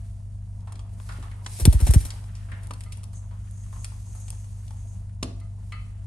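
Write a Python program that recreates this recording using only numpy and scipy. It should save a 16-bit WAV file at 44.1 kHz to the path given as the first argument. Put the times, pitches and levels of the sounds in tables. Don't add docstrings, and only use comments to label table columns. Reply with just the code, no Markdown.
import sys
import numpy as np
from scipy import signal
from scipy.fft import rfft, irfft, next_fast_len
from scipy.io import wavfile
from scipy.ndimage import uniform_filter1d

SR = 44100
rng = np.random.default_rng(int(sys.argv[2]) if len(sys.argv) > 2 else 0)


def wrap_up_sound(samples):
    columns = np.atleast_2d(samples).T
    tamed = np.clip(columns, -1, 1)
    steps = np.round(tamed * 32767).astype(np.int16)
    wavfile.write(sys.argv[1], SR, steps)


N = 267598


def from_db(db):
    return 10 ** (np.asarray(db) / 20)


def rms_one(x):
    return x / np.sqrt(np.mean(x ** 2) + 1e-20)


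def at_hz(points, hz):
    table_hz, value = np.transpose(points)
    return np.interp(np.log(hz), np.log(table_hz), value)


def butter(x, order, hz, kind="low"):
    return signal.sosfilt(signal.butter(order, hz, kind, fs=SR, output="sos"), x)


def drift(rate_hz):
    step, settle = 40, 2000
    r = np.exp(-2 * np.pi * rate_hz * step / SR)
    draws = rng.standard_normal(N // step + settle + 2)
    slow = signal.lfilter([1], [1, -2 * r, r * r], draws)[settle:]
    return np.interp(np.arange(N) / step, np.arange(len(slow)), rms_one(slow))


# f/Hz, likeness
LIKENESS = [(60, 0.99), (130, 0.35), (290, 0.75), (640, 0.46), (1410, 0.24), (3100, 0.38), (6820, 0.52),
            (15000, -1.49)]
# f/Hz, left lead/rad
LEAD = [(0, 5.6), (1120, 16), (1720, 3.6), (3100, 7.15), (3360, 7.43), (4820, 6.5), (5170, 7.95),
        (5510, 7.76), (7670, 14.63), (12800, 3.77), (13400, 3.8), (14800, 5), (15700, 27), (16500, 10)]


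def noise(spectrum, grain_db=0, close=False):
    size = next_fast_len(N)
    hz = np.arange(size // 2 + 1) * SR / size + 1
    grains = from_db(grain_db * np.minimum(rng.exponential(1, size), 4))
    mid, side = rfft(rng.standard_normal((2, size)) * grains)
    opposed = side * [[1], [-1]]
    if close:
        lead = np.interp(hz, *np.transpose(LEAD))
        pair = mid * np.exp([0 * lead, -1j * lead]) + 0.27 * opposed
    else:
        alike = np.clip(at_hz(LIKENESS, hz), -1, 1)
        pair = np.sqrt(1 + alike) * mid + np.sqrt(1 - alike) * opposed
    return rms_one(irfft(pair * from_db(at_hz(spectrum, hz)), size)[:, :N])


SPLIT_HZ = 6000


def treble_and_middle(spectrum, grain_db):
    bright = noise(spectrum, grain_db, close=True)
    return [rms_one(butter(bright, 4, SPLIT_HZ, kind)) for kind in ("high", "low")]


def ring(x, hz, t60_s):
    r, w = from_db(-60 / (t60_s * SR)), 2 * np.pi * hz / SR
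    return signal.lfilter([0, np.sin(w)], [1, -2 * r * np.cos(w), r * r], x + 1e-18)


def contact(start_s, rise_s, t60_s, crack_db, pan_db):
    t = np.arange(round(.25 * SR)) / SR
    swell = (1 - np.exp(-t / rise_s)) * from_db(-60 * t / t60_s)
    crack = from_db(crack_db - 60 * t / 0.0064) * np.minimum(t / 0.00076, 1)
    start = round(start_s * SR)
    return slice(start, start + len(t)), (swell + crack) * from_db([[pan_db / 2], [-pan_db / 2]])


def knocks(hits, modes):
    out = np.zeros((2, N))
    hit_s, hit_db = np.transpose(hits)
    at = [round(s * SR) for s in hit_s]
    for hz, mode_db, t60_s in modes:
        clicks = np.zeros((2, N))
        clicks[:, at] = from_db(hit_db + mode_db + rng.normal(0, 0.35, (2, len(at))))
        out += ring(clicks, hz, t60_s)
    return out


# t/s, level/dB, swing count at strongest, softness of start
PUSHES = [(1.6118, -15, 2.8, 4), (1.653, -14.5, 1.5, 3.5), (1.6743, 0.5, 1.52, 1.25),
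          (1.7417, -8.5, 2.32, 4.9), (1.8165, -7, 2.48, 6.1), (1.861, -25.5, 1.7, 3.4),
          (1.887, -4.5, 2.19, 4.1), (1.938, -20.5, 1.9, 1.4), (1.957, -1.5, 1.82, 3.5),
          (1.997, -24.5, 2.4, 3.1), (2.029, -24, 2.5, 7.5)]
# f/Hz, density/dB
EDDIES = [(120, -21), (250, 8), (400, -6), (700, -7.5), (1200, -41)]
EDDY_DB = -35.5
FIRST_SWING_S, PUSH_TOP_HZ = 0.003016, 328
RIGHT_SLOWER, RIGHT_LATER_S, RIGHT_PUSH_DB = 1.066, 0.00015, -0.3


def air_pushes():
    out, t = np.zeros((2, N)), np.arange(N) / SR
    ports = [(0, 1, 0), (RIGHT_LATER_S, RIGHT_SLOWER, RIGHT_PUSH_DB)]
    for start_s, level_db, strongest, softness in PUSHES:
        near = slice(round(start_s * SR), round((start_s + .1) * SR))
        for port, (late_s, slower, trim_db) in enumerate(ports):
            since_s = np.maximum(t[near] - start_s - late_s, 0)
            swing = np.sqrt(since_s / (FIRST_SWING_S * slower))
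            progress = swing / strongest
            size = progress ** softness * np.exp(softness / 2 * (1 - progress ** 2))
            out[port, near] -= from_db(level_db + trim_db) * size * np.cos(2 * np.pi * swing)
    gust = butter(out, 4, PUSH_TOP_HZ)
    strength = uniform_filter1d(np.abs(gust), size=400)
    return gust + from_db(EDDY_DB) * strength * noise(EDDIES)


# t/s, treble level/dB, middle level/dB, dull level/dB, t60/s
SLAPS = [(1.588, -37, -48, -41, 0.045), (1.598, -31, -42, -35, 0.13), (1.653, -12, -29, -30.5, 0.033),
         (1.6555, -42, -41, -27.5, 0.11), (1.7265, -30.5, -41, -32, 0.087), (1.7477, -44, -58, -39, .05),
         (1.8016, -35.5, -46, -36.5, 0.19), (1.867, -29, -34, -28.5, 0.11), (1.9064, -21, -48, -27, 0.035),
         (1.9362, -25, -33, -24, 0.058), (1.941, -30.5, -47, -30.5, 0.079), (2.003, -38, -47.5, -46, 0.15),
         (2.051, -34.5, -44.5, -41, 0.075)]
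# f/Hz, density/dB
CLAP = [(880, -23), (1500, -12), (3630, -8), (3970, -6), (4300, -9), (4800, -14.5), (5530, -6.5),
        (6960, -12), (8770, -3), (10100, 0.5), (11400, -5), (12800, -13), (13900, -26), (15700, -18),
        (16500, -44)]
# f/Hz, density/dB
DULL = [(90, -26), (150, 2), (300, 1), (450, -5.5), (700, -3.5), (1300, -18), (2200, -13.5), (4000, -41)]
SLAP_RISE_S, SLAP_CRACK_DB, SLAP_PAN_DB = 0.0016, -2, 3


def slaps():
    out = np.zeros((2, N))
    treble, middle = treble_and_middle(CLAP, grain_db=5.5)
    dull = noise(DULL)
    for start_s, treble_db, middle_db, dull_db, t60_s in SLAPS:
        at, shape = contact(start_s, SLAP_RISE_S, t60_s, SLAP_CRACK_DB, SLAP_PAN_DB)
        bright = from_db(treble_db) * treble[:, at] + from_db(middle_db) * middle[:, at]
        out[:, at] += shape * (bright + from_db(dull_db) * dull[:, at])
    return out


# t/s, level/dB
SNAPS = [(1.6539, -5.5), (1.6553, -16), (1.6570, -25), (1.6590, -30)]
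# f/Hz, level/dB, t60/s
QUILL = [(373, -3, 0.017), (3440, -6, 0.0067), (4440, -0.5, 0.0035), (8960, -2.5, 0.02),
         (10200, -16, 0.0081)]
SNAP_RIGHT_LATER_SAMPLES, SNAP_RIGHT_DB = 2, -6.5


def snap():
    left, right = knocks(SNAPS, QUILL)
    return np.array([left, from_db(SNAP_RIGHT_DB) * np.roll(right, SNAP_RIGHT_LATER_SAMPLES)])


FAINT_TICKS, FAINT_HZ, FAINT_T60_S = 12, 1010, 0.027
FAINT_DB, FAINT_SPREAD_DB = (-69.5, -62, -55), 5


def faint_ticks():
    when, pitch = rng.random((FAINT_TICKS, 2)).T
    levels_db = np.array(FAINT_DB) + FAINT_SPREAD_DB * rng.standard_normal((FAINT_TICKS, len(FAINT_DB)))
    start_s = when * (N / SR - .3)
    hz = FAINT_HZ * 2 ** (pitch - .5)
    return [(s, *db, f, FAINT_T60_S) for s, db, f in zip(start_s, levels_db, hz)]


# t/s, treble level/dB, middle level/dB, body level/dB, body f/Hz, t60/s
TICKS = [(0.6724, -74, -57, -39.5, 970, 0.08), (0.7219, -43, -46.5, -40.5, 974, 0.031),
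         (0.7553, -74, -48, -50, 1030, 0.038), (0.7927, -60, -46, -39.5, 850, 0.034),
         (0.9997, -68, -52, -31, 1030, 0.014), (1.0896, -68, -46.5, -34.5, 1330, 0.088),
         (1.1215, -72, -51, -50, 1180, 0.084), (1.226, -72, -52, -39.5, 1070, 0.092),
         (1.3138, -52, -61, -41, 1830, 0.041), (1.4622, -78, -29, -25.5, 980, 0.038),
         (2.1045, -54, -32.5, -42, 1200, 0.037), (2.2402, -82, -51, -40, 850, 0.03),
         (2.3517, -61, -49.5, -68, 869, 0.1), (2.486, -80, -72, -47, 1360, 0.093),
         (2.5181, -82, -78, -36, 1640, 0.074), (2.631, -53, -57, -59, 1240, 0.11),
         (2.6706, -39.5, -47.5, -61, 710, 0.01), (2.708, -48, -38.5, -25, 1010, 0.037),
         (2.7355, -46, -42, -43, 1040, 0.032), (2.807, -39.5, -41.5, -45, 2050, 0.028),
         (2.836, -45, -46.5, -55, 770, .029), (2.9213, -42.5, -41.5, -50, 2480, 0.056),
         (2.9717, -43, -55, -52, 710, 0.026), (3.0322, -49, -47, -44, 942, 0.029),
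         (3.039, -44, -48, -60, 894, 0.018), (3.132, -54, -57.5, -50.5, 999, 0.078),
         (3.309, -78, -63, -47.5, 940, 0.1), (3.5094, -50, -66, -57, 710, 0.032),
         (3.7269, -66, -70, -37, 1020, 0.047), (3.761, -51, -70, -42, 1040, 0.058),
         (3.8447, -31.5, -35.5, -38, 1200, 0.035), (3.9188, -77, -73, -38.5, 925, 0.034),
         (4.1497, -49, -65, -46, 856, 0.083), (4.202, -44.5, -66, -59, 926, 0.04),
         (4.281, -45, -43, -44, 720, 0.032), (4.3034, -37, -46, -42.5, 1070, 0.023),
         (4.327, -57, -53, -45, 815, 0.044), (4.442, -52, -56, -45, 990, 0.033),
         (4.6796, -64, -50.5, -52, 750, .032), (4.7072, -58, -52, -38, 824, 0.033),
         (5.0944, -64, -86, -53.5, 1880, .025), (5.228, -37.5, -27.5, -27, 1010, 0.045),
         (5.4, -57, -55.5, -52, 703, 0.046), (5.7214, -67, -47.5, -39, 2120, 0.055)]
# f/Hz, density/dB
BRIGHT = [(880, -48.5), (1500, -29), (1630, -13), (1950, -5.5), (3450, -4), (3970, -5.5), (4300, -4.5),
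          (6890, -2), (8770, 10), (10200, 11.5), (11300, 5.5), (12800, -34), (13900, -30), (15700, -18),
          (16500, -34.5)]
# f/Hz, density/dB
SCRAPE = [(200, -9), (600, -4), (4000, 6), (12000, -13)]
TICK_RISE_S, TICK_CRACK_DB, TICK_PAN_DB = 0.00095, 0, 1
SCRATCH_ROOM_DB, BODY_ROOM_DB = -12, -9
DRY_ABOVE_DB, DRIER_PER_DB, WETTER_DB_PER_S = -34, 0.9, 82


def ticks():
    out, sent = np.zeros((2, 2, N))
    treble, middle = treble_and_middle(BRIGHT, grain_db=6.5)
    scrape = noise(SCRAPE)
    for start_s, treble_db, middle_db, body_db, hz, t60_s in list(TICKS) + faint_ticks():
        at, shape = contact(start_s, TICK_RISE_S, t60_s, TICK_CRACK_DB, TICK_PAN_DB)
        body = from_db(body_db) * ring(shape * scrape[:, at], hz, 5.2 / hz) * np.sqrt(hz / SR)
        scratch = shape * (from_db(treble_db) * treble[:, at] + from_db(middle_db) * middle[:, at])
        out[:, at] += scratch + body
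        wet_db = WETTER_DB_PER_S * t60_s - DRIER_PER_DB * max(body_db - DRY_ABOVE_DB, 0)
        sent[:, at] += from_db(SCRATCH_ROOM_DB + wet_db) * scratch + from_db(BODY_ROOM_DB + wet_db) * body
    return out, sent


# t/s, level/dB
FRAME_KNOCKS = [(.745, -56.5), (1.187, -50), (2.7075, -51), (5.2285, -33.5)]
# f/Hz, level/dB, t60/s
FRAME = [(165, -6, 0.17), (204, -2, 0.27), (255, 3.5, 0.132), (304, -1.5, 0.15), (350, -1.5, 0.075),
         (392, -3, 0.068), (473, -5.5, 0.074), (566, -2.5, 0.073), (658, -6.5, 0.11), (760, -15, 0.041),
         (2700, -13.5, 0.07), (3120, -13, 0.07), (4250, -14, 0.1), (4820, -18, 0.08)]


def frame_knocks():
    return knocks(FRAME_KNOCKS, FRAME)


# t/s, level/dB
GLASS_KNOCKS = [(2.862, -59.5), (5.413, -63.5), (5.7235, -45.5)]
# f/Hz, level/dB, t60/s
GLASS = [(1100, -13, 0.13), (1223, -2, 0.34), (1250, -20, 0.24), (1325, 1.5, 0.091), (2053, 4, 0.07),
         (2170, -2, 0.049), (2120, -12, 0.051), (2610, -8, 0.22), (3030, -7.5, 0.27), (3300, -28, .15),
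         (4190, -2.5, 0.058), (4500, -13, 0.2)]


def glass_knocks():
    return knocks(GLASS_KNOCKS, GLASS)


# t/s, rope rustle level/dB, scuff level/dB, plumage hiss level/dB
STIR = [(0, -71, -72, -61), (.3, -70, -78.5, -74.5), (.85, -60.5, -73, -71.5), (1.06, -67.5, -67, -54.5),
        (1.17, -61, -55.5, -55.5), (1.4, -58.5, -66, -64), (1.52, -59, -73, -43), (1.78, -60, -57, -47.5),
        (1.92, -56, -51, -39.5), (2.13, -54, -60.5, -52.5), (2.3, -64.5, -62, -62.5),
        (2.62, -57.5, -64, -65), (2.82, -64, -68, -62), (3.1, -65.5, -72.5, -71), (3.45, -70, -68, -66.5),
        (3.8, -65, -70, -58), (4.33, -69, -70.5, -59), (4.97, -66, -72, -64), (5.2, -69, -78.5, -94),
        (5.7, -67.5, -71.5, -63.5), (6.07, -70.5, -67.5, -78)]
# f/Hz, density/dB
RUSTLE = [(150, -5), (260, -5), (400, -7), (680, -6.5), (950, -1), (1300, -15), (2500, -26), (5000, -54)]
# f/Hz, density/dB
SCUFF = [(600, -40), (1100, -2), (1300, 1.5), (1550, -2), (1850, -0.5), (2300, -6.5), (2900, -6),
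         (4500, -18), (7000, -30.5)]
# f/Hz, density/dB
HISS = [(880, -32), (1500, -14), (2340, -6), (3280, -9), (4640, -5), (7170, -3.5), (9010, 4), (10100, 0),
        (11800, 2.5), (12900, -74), (13700, -60), (14900, -23), (16000, -32)]


def stir():
    t, (s, rustle_db, scuff_db, hiss_db) = np.arange(N) / SR, np.transpose(STIR)
    rustle = from_db(np.interp(t, s, rustle_db) + 2.5 * drift(25)) * noise(RUSTLE, grain_db=4.0)
    scuff = from_db(np.interp(t, s, scuff_db) + 2.5 * drift(25)) * noise(SCUFF, grain_db=2.5)
    hiss = from_db(np.interp(t, s, hiss_db) + 1.5 * drift(30)) * noise(HISS, grain_db=3.2)
    return rustle + scuff + hiss


# t/s, level/dB
WHISPERING = [(3.11, -81), (3.16, -50), (3.33, -77), (3.62, -56.5), (3.7, -63), (3.84, -51), (3.88, -68),
              (4.23, -52.5), (4.65, -69.5), (4.73, -64), (4.93, -60.5), (5.1, -94)]
# f/Hz, density/dB
WHISPER = [(5000, -27), (6000, -2), (6500, 6.5), (7000, 0), (8000, -0.5), (9500, 1), (10200, -30),
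           (12000, -34)]


def whisper():
    level_db = np.interp(np.arange(N) / SR, *np.transpose(WHISPERING), left=-120, right=-120)
    return from_db(level_db + 1.5 * drift(20)) * noise(WHISPER)


# multiple, rms level/dB before panning, polarity
MOTOR = [(2, -41, -1), (3, -50.5, 1), (4, -37, 1), (5, -54.5, 1), (6, -65, -1), (7, -57, 1), (8, -72.5, 1),
         (9, -69.5, 1)]
MOTOR_HZ, TURN_START_S, WAVER_DB, HUM_PAN_DB = 24.776, 0.000077, 0.33, 0.6


def hum():
    turn = 2 * np.pi * MOTOR_HZ * (np.arange(N) / SR - TURN_START_S)
    out = np.zeros(N)
    for order, rms_db, polarity in MOTOR:
        peak = np.sqrt(2) * from_db(rms_db + WAVER_DB * drift(1.0))
        out -= np.sign(polarity) * peak * np.sin(round(order) * turn)
    return out * from_db([[HUM_PAN_DB / 2], [-HUM_PAN_DB / 2]])


WHINE_HZ, WHINE_DB, WHINE_WIDTH_HZ = 669, -69, 22


def whine():
    t60_s = np.log(1000) / np.pi / WHINE_WIDTH_HZ
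    tone = rms_one(ring(rng.standard_normal((2, N)), WHINE_HZ, t60_s))
    return from_db(WHINE_DB + 1.6 * drift(0.98)) * tone


# f/Hz, density/dB
TONE = [(15, -3), (30, 4), (60, 11), (130, -1.5), (220, -8), (330, -25), (680, -29.5), (1200, -43),
        (2500, -40.5), (5000, -39), (8500, -34), (9900, -28), (10300, -52), (12500, -71)]
TONE_DB = -45


def room_tone():
    return from_db(TONE_DB + 1.7 * drift(19)) * noise(TONE)


ROOM_T60_S, WALL_CUT_HZ, ALIKE_BELOW_HZ = 0.44, 4800, 500


def room(x):
    t = np.arange(round(.6 * SR)) / SR
    shared, apart = rng.standard_normal((2, len(t)))
    apart = butter(apart, 2, ALIKE_BELOW_HZ, "high")
    decay = from_db(-60 * t / ROOM_T60_S) * np.minimum(t / 0.0034, 1)
    tail = (shared + apart * [[1], [-1]]) * decay
    pole = np.exp(-2 * np.pi * WALL_CUT_HZ / SR)
    tail = signal.lfilter([1 - pole], [1, -pole], tail)
    tail = tail / np.sqrt(np.sum(tail ** 2, axis=1, keepdims=True))
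    return signal.fftconvolve(x, tail, axes=1)[:, :N]


FRAME_ROOM_DB, GLASS_ROOM_DB, SLAP_ROOM_DB = -5.5, -2, -19


def scene():
    tick, sent = ticks()
    slap = slaps() + snap()
    frame, glass = frame_knocks(), glass_knocks()
    sent = sent + from_db(SLAP_ROOM_DB) * slap
    sent = sent + from_db(FRAME_ROOM_DB) * frame + from_db(GLASS_ROOM_DB) * glass
    birds = air_pushes() + slap + tick + frame + glass + stir() + whisper()
    house = hum() + whine() + room_tone()
    return birds + room(sent) + house


STOPBAND_HZ = 16900


def record(dry):
    top = 1.05
    rounded = top * np.tanh(dry / top)
    return signal.sosfilt(signal.cheby2(16, 100, STOPBAND_HZ, fs=SR, output="sos"), rounded)


dry = scene()
out = record(dry)
wrap_up_sound(out)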